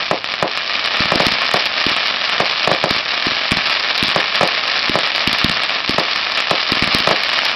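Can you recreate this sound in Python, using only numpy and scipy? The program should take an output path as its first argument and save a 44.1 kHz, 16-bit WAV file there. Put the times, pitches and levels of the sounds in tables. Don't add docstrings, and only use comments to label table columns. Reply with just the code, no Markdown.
import sys
import numpy as np
from scipy import signal
from scipy.io import wavfile
from scipy.ndimage import uniform_filter1d

SR = 44100
rng = np.random.default_rng(int(sys.argv[2]) if len(sys.argv) > 2 else 0)


def voltage_ratio(decibels):
    exponent = np.asarray(decibels, float) / 20
    return 10 ** exponent


def transcribe(signal):
    frames = np.atleast_2d(signal).T
    limited = np.clip(frames, -1, 1)
    pcm = np.round(limited * 32767).astype(np.int16)
    wavfile.write(sys.argv[1], SR, pcm)


N = 332955

# start_s, push_db, mortar_number
LAUNCHES = [(1.0039, -10.4, 1), (1.1562, -7.1, 0), (1.2661, -7.8, 2), (1.8645, -8.1, 0), (2.9087, -10.3, 2),
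            (3.2672, -9.2, 0), (3.5179, -6.9, 1), (4.0265, -8.8, 2), (4.8948, -8.3, 0), (5.2743, -8.3, 2),
            (5.4441, -5.3, 1), (5.8933, -7.2, 0), (6.7194, -7.0, 0), (6.8228, -7.8, 1), (6.9469, -7.1, 2)]
# time_s, level_db
SKY_LEVEL = [(0.0, -20), (0.12, -22), (0.22, -26.5), (0.3, -21), (0.55, -23), (0.64, -21.5), (0.7, -18.5),
             (1.2, -16.5), (2.9, -17.5), (3.07, -18), (3.32, -16.5), (3.49, -19), (3.55, -16), (4.3, -16),
             (6.1, -17.5), (6.64, -16.5), (6.8, -15.5), (7.55, -16)]
SKY_REF_DB = -17
GROUND_LAG_MS = 1.68


def train(seconds, sizes):
    out = np.zeros(N)
    at = np.round(np.asarray(seconds) * SR).astype(int)
    np.add.at(out, np.clip(at, 0, N - 1), sizes)
    return out


def poles(hz, width_hz):
    r = np.exp(-np.pi * width_hz / SR)
    return np.array([1, -2 * r * np.cos(2 * np.pi * hz / SR), r * r])


def band(x, low_hz, high_hz):
    sos = signal.butter(2, [low_hz, high_hz], "band", fs=SR, output="sos")
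    return signal.sosfilt(sos, x + 1e-18)


def band_limit(x):
    steep = signal.firwin(numtaps=115, cutoff=5584, window=("kaiser", 7.0), fs=SR)
    return signal.fftconvolve(x, steep, mode="same")


def echoes(x, lag_level):
    out = x.copy()
    for lag_ms, level_db in lag_level:
        lag = int(lag_ms * SR / 1000)
        out[lag:] += voltage_ratio(level_db) * x[:N - lag]
    return out


def scatter(x, gap_ms, t60_s, low_hz, high_hz):
    t = np.arange(SR // 2) / SR
    onset = np.clip(t * 1000 / gap_ms, 0, 1) ** 2
    tail = rng.standard_normal(len(t)) * voltage_ratio(-60 * t / t60_s) * onset
    tail = band(tail, low_hz, high_hz)
    return signal.fftconvolve(x, tail / np.sqrt(np.sum(tail ** 2)))[:N]


def mortar_echoes():
    # wall_lag_ms, crack_peak_db
    mortars = [
        (49.7, -5),
        (52.1, 0),
        (55.2, 1),
    ]
    return np.transpose([mortars[mortar] for _, _, mortar in LAUNCHES])


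def rumble():
    return voltage_ratio(-29.0) * band(rng.standard_normal(N), 20, 400)


def n_wave(length_ms):
    wave = np.linspace(-1, 1, max(int(length_ms * SR / 1000), 3))
    return wave / band_limit(np.pad(wave, 200)).max()


def small_stars():
    rate_per_s, level_db, spread_db = 1000, -17.4, 4.7
    busy_db = np.interp(np.arange(N) / SR, *np.transpose(SKY_LEVEL)) - SKY_REF_DB
    clumps = uniform_filter1d(rng.standard_normal(N), size=500) * np.sqrt(500)
    born = rng.random(N) < rate_per_s * voltage_ratio(busy_db + 2.4 * clumps) / SR
    size = np.minimum(rng.exponential(1, N), 3.0 + 0.18 * busy_db)
    return born * voltage_ratio(0.38 * busy_db + level_db + spread_db * size)


def stars():
    # start_s, peak_db
    first_stars = [(0.036, -9), (0.0812, -9), (0.1778, -8), (0.2436, 0), (0.275, -6), (0.2894, -6),
                   (0.3194, -6), (0.3399, 0), (0.381, -8), (0.4006, -5), (0.5129, -6), (0.5163, -5),
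                   (0.5529, -7), (0.5682, -4), (0.5748, 1), (0.5953, -6), (0.6634, -8), (0.6772, -5),
                   (0.6968, -6), (0.7169, -5), (0.755, -4), (0.7958, -5), (0.8505, -1)]
    # start_s, peak_db
    near_stars = [(0.9696, 0), (1.2845, 1), (1.4185, 1), (1.5145, 2), (1.5385, 3), (1.6566, 1), (1.9654, 1),
                  (2.0723, 0), (2.5124, 2), (2.9061, 1), (3.5108, 2), (3.6976, 1), (4.0362, 3), (4.0914, 1),
                  (4.1144, 1), (4.2036, 1), (4.4756, 3), (4.9889, 3), (5.1612, 0), (5.3856, 0), (5.5161, 1),
                  (5.6355, 1), (6.1605, 0), (6.3756, 1), (6.4036, 2), (6.8429, 2), (6.9858, 2), (7.2353, 1),
                  (7.2921, 0), (7.4523, 2)]
    wall_db = -14
    lag_ms, crack_db = mortar_echoes()
    cracks = list(zip(np.transpose(LAUNCHES)[0] + lag_ms / 1000, crack_db))
    at_s, peak_db = np.transpose(near_stars + first_stars + cracks)
    clicks = small_stars() + train(at_s - .0001, voltage_ratio(peak_db))
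    patch = rng.integers(0, 12, size=N)
    out = np.zeros(N)
    for k, (size, height) in enumerate(rng.uniform(-1, 1, (12, 2))):
        waves = np.convolve(clicks * (patch == k), n_wave(0.26 * voltage_ratio(3.2 * size)))[:N]
        ground = echoes(waves, [(GROUND_LAG_MS + .15 * height, -8.0)]) - waves
        ground = band(ground, 300, 4500)
        wall_ms = 4.7 + .5 * height
        walls = [(wall_ms, wall_db), (wall_ms + GROUND_LAG_MS, wall_db - 10.0)]
        diffuse = voltage_ratio(-12.0) * scatter(waves, 1.4, 0.7, 330, 5600)
        out += echoes(waves, walls) + ground + diffuse
    return out


def shock(half_ms):
    half = half_ms * SR / 1000
    t = np.arange(int(12 * half_ms * SR / 1000)) / half
    return -(1 - t) * np.exp(-t)


def bursts():
    # start_s, wall_lag_ms
    shells = [(0.1119, 4.72), (0.4261, 4.92), (1.1199, 4.97), (1.2018, 5.03), (1.5419, 4.4), (2.4024, 4.26),
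              (2.675, 4.51), (2.7149, 5.15), (2.8401, 4.92), (4.161, 5.1), (4.4103, 4.01), (4.4314, 5.08),
              (4.9551, 4.85), (5.9831, 4.69), (6.5117, 4.72), (7.074, 4.72), (7.1108, 4.65)]
    # lag_ms, level_db
    returns = [
        (1.15, -15),
        (7.0, -18),
        (12.2, -19),
        (17.5, -19),
        (32.0, -19),
    ]
    burst_db = 8.0
    at_s, wall_ms = np.transpose(shells)
    hits = echoes(train(at_s, voltage_ratio(burst_db)), [(GROUND_LAG_MS, -6.4)] + returns)
    hits = hits + train(at_s + wall_ms / 1000, voltage_ratio(burst_db - 8))

    rebound = poles(400, 1500)
    front = np.append(shock(.23), np.zeros(300))
    wave = 4.4 * np.sqrt(rebound.sum()) * signal.lfilter([1, -1], rebound, front)

    busy_db = np.interp(at_s, *np.transpose(SKY_LEVEL)) - SKY_REF_DB
    tail_db = -18.0 - 0.55 * busy_db
    tail = np.convolve(train(at_s, voltage_ratio(burst_db + tail_db)), wave)[:N]
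    tail = scatter(tail, 17.6, .2, 200, 950)
    body = voltage_ratio(-0.5) * band(np.convolve(hits, shock(0.54))[:N], 123, 260)
    return np.convolve(hits, wave)[:N] + tail + body


def launches():
    # push_hz, push_gain_db, crack_db, wall_echo_db
    tubes = [
        (290, 0.0, 12.5, -11.0),
        (215, 1.5, 14.5, -9.0),
        (245, 0.5, 16.5, -10.5),
    ]
    push_top_s, push_bias = .0028, .22
    at_s, push_db, mortar = np.transpose(LAUNCHES)
    echo_s = at_s + mortar_echoes()[0] / 1000
    t = np.arange(600) / SR
    swell = (t / .0024 * np.exp(1 - t / .0024)) ** 3
    crack = (t < .0017) * np.exp(-t / .0025)
    noise = band(rng.standard_normal(N), 2000, 5000)
    sizes = train(at_s, voltage_ratio(push_db)) + train(echo_s, voltage_ratio(push_db))
    low, gate = np.zeros(N), np.zeros(N)
    for k, (push_hz, gain_db, crack_db, echo_db) in enumerate(tubes):
        own = mortar == k
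        hits = train(at_s, own * 1.0) + train(echo_s, own * voltage_ratio(echo_db))
        swing = push_bias + np.cos(2 * np.pi * push_hz * (t - push_top_s))
        low += np.convolve(hits * sizes, voltage_ratio(gain_db) * swing * swell)[:N]
        gate += voltage_ratio(crack_db) * np.convolve(hits * sizes, crack)[:N]
    return low + gate * noise + voltage_ratio(-29.0) * scatter(low, 6.0, 0.31, 90, 330)


def scene():
    return (rumble() + stars() + bursts() + launches())[None]


def low_pass(x):
    return signal.sosfilt(signal.butter(12, 16450, fs=SR, output="sos"), x)


def record(dry):
    # freq_hz, width_hz, gain_db
    capsule = [
        (2270, 190, 0),
        (3205, 760, -2.5),
        (1560, 1430, -3),
        (4700, 1200, 1),
        (5080, 600, 0.5),
    ]
    overload = .72
    x = signal.sosfilt(signal.butter(1, 54.4, "high", fs=SR, output="sos"), dry[0])
    for hz, width_hz, gain_db in capsule:
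        a = poles(hz, width_hz)
        peak = signal.lfilter((1 - a[2]) / 2 * np.array([1, 0, -1]), a, x)
        x = x + (voltage_ratio(gain_db) - 1) * peak
    x = band_limit(x)
    x = x / (1 + (np.abs(x) / overload) ** 30) ** (1 / 30)
    x = signal.sosfilt(signal.butter(1, 9000, fs=SR, output="sos"), x) * 1.03
    x = signal.sosfilt(signal.cheby2(12, 50, 16700, fs=SR, output="sos"), x)
    return low_pass(x[None])


dry = scene()
out = record(dry)
transcribe(out)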